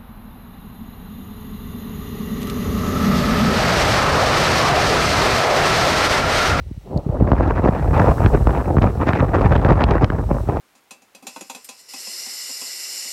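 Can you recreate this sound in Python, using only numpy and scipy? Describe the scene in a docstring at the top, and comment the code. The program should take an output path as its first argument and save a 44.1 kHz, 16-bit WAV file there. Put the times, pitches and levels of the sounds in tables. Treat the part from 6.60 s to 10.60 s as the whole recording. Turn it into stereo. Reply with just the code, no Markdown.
"""Snowstorm gusts blow across the two microphone openings (ports) of a hand-held recorder outdoors.
Slow swirls of air (eddies) rumble, and gusts strike in throaty, rasping bursts.
Single eddies slap and thump the ports. Driven snow hisses over the far storm,
one flake ticks on the case, and a limiter holds down the hardest jolts."""
import sys
import numpy as np
from scipy import signal
from scipy.fft import rfft, irfft
from scipy.io import wavfile
from scipy.ndimage import uniform_filter1d, minimum_filter1d, map_coordinates

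SR = 44100
rng = np.random.default_rng(int(sys.argv[2]) if len(sys.argv) > 2 else 0)


def pcm_store(signal):
    """Save signal as 16-bit PCM."""
    levels = np.round(np.clip(np.atleast_2d(signal), -1, 1) * 32767)
    wavfile.write(sys.argv[1], SR, levels.astype(np.int16).T)


N = 176400

STRONG_RUSH_DB, STRONG_TREBLE_DB, STRONG_RUMBLE_DB = -21, -38, -18  # what counts as a strong gust
RUMBLE_EDGE_HZ, RUSH_EDGE_HZ = 51, 294  # the rumble hands over to the rush between these
PORT_LAG_S = 0.00024  # the left port feels an eddy this much later
SHADE_HZ = 1720  # the case shades the far port above this
LEFT_MINUS_RIGHT = np.array([[.5], [-.5]])  # splits a level difference between the ports


def wind():
    """Gusts drive eddies across the ports: big ones rumble, middling ones rush, fine ones rasp."""
    # How loud the rumble is. Each row: time in seconds, level in dB.
    rumble_levels = [(0.02, -29), (0.27, -41.5), (0.37, -24), (0.45, -45), (0.47, -25.5), (0.64, -18),
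                     (0.69, -30), (0.73, -16), (1.03, -24), (1.09, -20), (1.19, -28.5), (1.22, -16),
                     (1.96, -15), (1.99, -22), (2.17, -22.5), (2.26, -12.5), (2.31, -26), (2.7, -22),
                     (2.86, -14), (3.27, -17.5), (3.95, -25)]
    # The tone of the eddies in a strong gust. Each row: frequency in Hz, level in dB.
    eddy_colour = [(25, -9), (35, -55), (50, 14.5), (110, 12), (200, 3.5), (400, 1.5), (750, 0), (1100, -5),
                   (1500, -11), (2100, -19), (3000, -34), (6400, -47)]
    flutter_db = 2.03 * smooth_random(per_s=68)
    rush_db, treble_db = gusts()
    rumble_db = over_time(rumble_levels) - STRONG_RUMBLE_DB - 1.5
    out = np.array([vortices(rush_db), vortices(rush_db)])
    swarm = eddies()
    for hz in 25 * 2 ** (np.arange(17) / 2):
        flow_share = over_pitch([(RUMBLE_EDGE_HZ, 0), (RUSH_EDGE_HZ, 1)], hz)
        treble_share = over_pitch([(650, 0), (1850, 1)], hz)
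        gust_db = (1 - treble_share) * rush_db + treble_share * treble_db - 1
        flow_db = gust_db + flutter_db + 2.2 * smooth_random(per_s=55)  # each band also flickers alone
        band_db = STRONG_RUSH_DB + flow_share * flow_db + (1 - flow_share) * rumble_db
        side_db = LEFT_MINUS_RIGHT * 0.5 * min(hz / SHADE_HZ, 1)  # the left catches more fine eddies
        colour = undb(over_pitch(eddy_colour, hz) + side_db) * np.sqrt(hz / 1300)
        out = out + colour * undb(band_db) * half_octave(swarm, hz)
    return out


def gusts():
    """Each gust strikes, holds and eases off. Gives rush and treble in dB, where 0 is a strong gust."""
    # The gusts. Each row: start in seconds, hold in seconds, rush level in dB, treble level in dB.
    strikes = [(.315, 0.079, -27, -68), (0.492, 0.067, -27.5, -59.5), (.6, 0.085, -25.5, -53.5),
               (0.791, .11, -22.5, -38.5), (0.957, 0.034, -22.5, -39.5), (1.043, 0.046, -19, -37.5),
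               (1.15, 0.084, -27.5, -42.5), (1.34, 0.12, -16.5, -31.5), (1.481, .04, -19.5, -37.5),
               (1.586, 0.083, -22, -39), (1.738, 0.017, -19.5, -36), (1.88, .13, -23, -40.5),
               (2.081, .075, -22, -53.5), (2.218, 0.049, -18, -37.5), (2.411, 0.019, -19, -40),
               (2.469, 0.025, -20, -31), (2.532, 0.072, -23.5, -36), (2.617, 0.025, -18, -38.5),
               (2.737, 0.12, -19, -33.5), (2.917, 0.0413, -17.5, -32), (3.02, 0.036, -18.5, -35.5),
               (3.088, 0.031, -16, -30), (3.182, 0.051, -20.5, -34.5), (3.29, 0.071, -20, -35.5),
               (3.422, .015, -20, -35), (3.526, 0.081, -28, -50), (3.713, 0.063, -26.5, -50.5),
               (3.892, 0.073, -23, -44.5)]
    # The wind between gusts. Each row: time in seconds, rush level in dB, treble level in dB.
    lull = [(.22, -54.5, -86), (.45, -39.5, -73), (.75, -27.5, -45.5), (1.3, -28, -49.5), (2.38, -31, -52),
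            (2.9, -25.5, -41.5), (3.4, -25.5, -45), (3.48, -35, -50.5), (3.83, -39.5, -64), (4, -34, -62.5)]
    rise_db_per_s, fall_db_per_s = 649.5, 340
    t = np.arange(N) / SR
    rush_db, treble_db = over_time(lull, column=1), over_time(lull, column=2)
    for start, hold, top_rush_db, top_treble_db in strikes:
        strength = undb(top_rush_db - STRONG_RUSH_DB)  # weaker gusts swell more slowly
        before_db = rise_db_per_s * strength * np.maximum(start - t, 0)
        after_db = fall_db_per_s * np.maximum(t - start - hold, 0)
        rush_db = np.maximum(rush_db, top_rush_db - before_db - after_db)
        treble_db = np.maximum(treble_db, top_treble_db - before_db - after_db)
    return rush_db - STRONG_RUSH_DB, treble_db - STRONG_TREBLE_DB


def eddies():
    """A swarm of tiny, ragged pressure jolts, partly shared by the two ports. Gives their spectrum."""
    # How much of the swirling both ports feel. 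Each row: frequency in Hz, share from 0 to 1.
    shared_by_ports = [(40, 0.88), (200, 0.57), (700, 0.43), (3000, 0)]
    eddies_per_s, spread_db, decay_s, smooth_share = 480, 15, .0014, .24
    f = np.arange(1, N // 2 + 2) * SR / N
    sizes = (rng.random(N) < eddies_per_s / SR) * undb(-spread_db * rng.random(N))
    power = signal.lfilter([1], [1, -np.exp(-2 / (decay_s * SR))], sizes ** 2)  # each jolt dies away
    loudness = np.sqrt(power / power.mean() + smooth_share)
    right, left_only = rfft(rng.standard_normal((2, N)) * loudness)
    shared = np.clip(over_pitch(shared_by_ports, f), 0, 1)
    left = shared * right + np.sqrt(1 - shared ** 2) * left_only
    lag_s = PORT_LAG_S + 0.00064 / (1 + (f / 310) ** 2)  # the left lags more in the bass
    left *= np.exp(-2j * np.pi * f * lag_s)
    return np.array([left, right]) * late_bass(f, cycles=0.6)


def vortices(rush_db):
    """Little whirls peel off a port's rim: a hollow, unsteady note that climbs as the wind grows."""
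    centre_hz, db_per_octave, wander_octaves = 563, 22, .55
    hz = centre_hz * 2 ** (rush_db / db_per_octave + wander_octaves * smooth_random(per_s=28))
    wobble = smooth_random(per_s=110) + 1j * smooth_random(per_s=110)  # blurs the note into a band
    note = np.real(wobble * np.exp(2j * np.pi * np.cumsum(hz) / SR))
    return undb(rush_db - 27) * note / np.hypot(1, hz / (2 * centre_hz))  # high notes are softer


def buffets():
    """One eddy hits the ports: a jolt with a ragged wake. The treble cracks, then the bass thumps."""
    # Single hits. Each row: time in seconds, strength in dB, frequency in Hz above which it fades,
    # and left minus right level of the treble in dB.
    hits = [(0.111, -17, 332, 5), (0.174, -17.5, 172, -2), (0.358, -1.5, 228, 0), (0.462, -5.5, 270, 0),
            (.493, -4, 260, -3), (0.608, -6.5, 800, 11), (.621, 3.5, 282, 10), (.675, -7.5, 1390, 8),
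            (0.717, 3, 1570, 11), (0.732, 0, 880, -1), (1.088, 4, 525, 4), (1.402, -0.5, 1100, 0.5),
            (1.661, 0, 2350, 0), (1.871, -2, 1381, -18), (1.906, -10.5, 1476, -27), (2.083, -10.5, 865, -4),
            (2.168, 6, 1432, 6), (2.183, -2.5, 1478, 24), (2.221, -14.5, 3060, 19), (2.241, -1, 1230, 27),
            (2.49, -1, 2500, 12), (2.533, -7, 2330, -14), (2.604, -3.5, 1933, 8), (2.628, 2, 570, -5),
            (2.962, -11.5, 2676, 14.5), (3.048, -3, 1610, 20), (3.087, -11.5, 2129, 10), (3.114, 3, 800, 2),
            (3.208, -6, 2130, -12), (3.239, -1, 3260, 17), (3.309, -9, 2812, 17), (3.432, 6, 1180, 20.5),
            (3.444, -5, 3500, 2), (3.501, -5, 1754, 0), (3.712, -5, 1048, 20)]
    bass_hz, bass_slope, edge_slope = 85, 0.9, 3.29
    wake_decay_s, wake_strength = 0.0018, 1.44
    size = 8192
    f = np.arange(1, size // 2 + 2) * SR / size
    wake = np.exp(-np.arange(size) / SR / wake_decay_s)
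    wake *= wake_strength / np.sqrt(np.sum(wake ** 2))
    body = (bass_hz / f) ** bass_slope / np.sqrt(1 + (bass_hz / f) ** 6)  # a hump in the bass
    body = body * late_bass(f, cycles=0.806) * SR / (2 * np.pi * bass_hz)
    treble_share = f ** 2 / (f ** 2 + SHADE_HZ ** 2)
    lead, fade = size // 8, signal.windows.tukey(size, .2)
    out = np.zeros((2, N + size))
    for start, db, edge_hz, side_db in hits:
        clean_jolt = np.exp(2j * np.pi * rng.random())
        jolt = clean_jolt + rfft(wake * rng.standard_normal((2, size))) * f / (f + RUSH_EDGE_HZ)
        jolt[0] *= np.exp(-2j * np.pi * f * PORT_LAG_S)
        gain = undb(db + 3 + LEFT_MINUS_RIGHT * side_db * treble_share)
        gain /= np.sqrt(1 + (f / edge_hz) ** (2 * edge_slope))
        thump = irfft(jolt * body * gain, size)
        i = int(start * SR) - lead
        out[:, i:i + size] += np.roll(thump, lead, axis=1) * fade
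    return out[:, :N]


def flake_tick():
    """An icy flake strikes the case near the right port."""
    start_s, ring_hz, decay_s = .3755, 4330, 0.0017
    age = np.arange(N) / SR - start_s
    ring = hiss(ring_hz) + 0.18 * hiss(1.44 * ring_hz)
    return ring * (age > 0) * np.exp(-np.abs(age) / decay_s) * undb([[-33.5], [-28.5]])


def snow():
    """Driven snow hisses louder as a cloud of it passes, over the even rush of the far storm."""
    # How loud the blowing snow is. Each row: time in seconds, level in dB.
    snow_levels = [(0, -85), (.5, -76.5), (.95, -71.5), (1.5, -58), (2.15, -63.5), (2.8, -67),
                   (3.45, -71.5), (3.8, -62), (4, -68)]
    # The tone of the blowing snow. Each row: frequency in Hz, level in dB.
    snow_colour = [(2000, 1), (4500, 2), (7000, 3.5), (11000, -.5), (16000, -3.5)]
    # The tone of the far storm. Each row: frequency in Hz, level in dB.
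    storm_colour = [(350, 0), (2200, 11), (4000, 7), (10000, -3)]
    cloud_db, storm_db = over_time(snow_levels) + 2.5, -68.5
    out = 0
    for hz in 350 * 2 ** (np.arange(12) / 2):
        flicker_db = .4 * smooth_random(per_s=42)
        near = undb(cloud_db + over_pitch(snow_colour, hz) + flicker_db)
        far = undb(storm_db + over_pitch(storm_colour, hz))
        out = out + np.hypot(near, far) * np.sqrt(hz / 7000) * hiss(hz)
    return out


def undb(db):
    """Turns decibels into a number to multiply by."""
    return 10 ** (np.asarray(db) / 20)


def over_time(table, column=1):
    """One column of a table, joined by straight lines in time."""
    rows = np.array(table)
    return np.interp(np.arange(N) / SR, rows[:, 0], rows[:, column])


def over_pitch(table, hz):
    """Reads a table at a frequency, with the octaves evenly spaced."""
    rows = np.array(table)
    return np.interp(np.log(hz), np.log(rows[:, 0]), rows[:, 1])


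def smooth_random(per_s):
    """A smooth random curve, about 1 in size, with per_s new values a second."""
    coarse = np.arange(0, N, 20)
    y = map_coordinates(rng.standard_normal(N // 20), [coarse / SR * per_s], order=2, mode="mirror")
    return np.interp(np.arange(N), coarse, y / y.std())


def late_bass(f, cycles):
    """Delays each frequency by the same number of its own cycles, so the bass comes last."""
    return np.exp(-2j * np.pi * cycles * np.log(f))


def half_octave(spectrum, hz):
    """One half-octave band of a spectrum, as a sound about 1 in size."""
    f = np.arange(1, N // 2 + 2) * SR / N
    distance = np.clip(2 * np.log2(f / hz), -1, 1)
    y = irfft(spectrum * np.cos(np.pi / 2 * distance) ** 2, N)
    return y / y.std()


def hiss(hz):
    """Half an octave of noise, unrelated at the two ports."""
    return half_octave(rfft(rng.standard_normal((2, N))), hz)


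def scene():
    """Wind on the microphone in front of the blowing snow."""
    return wind() + buffets() + snow() + flake_tick()


def record(dry):
    """A fast limiter turns down the hardest jolts, then the highest treble is cut."""
    ceiling, reaction_s, top_hz = 0.99, 0.0021, 15900
    span = int(reaction_s * SR)
    peak = np.abs(dry).max(axis=0)
    gain = minimum_filter1d(ceiling / np.maximum(peak, ceiling), 2 * span)
    smooth_gain = uniform_filter1d(uniform_filter1d(gain, span), span)
    treble_cut = signal.ellip(10, .2, 80, top_hz, fs=SR, output="sos")
    return signal.sosfilt(treble_cut, dry * smooth_gain)


dry = scene()
out = record(dry)
pcm_store(out)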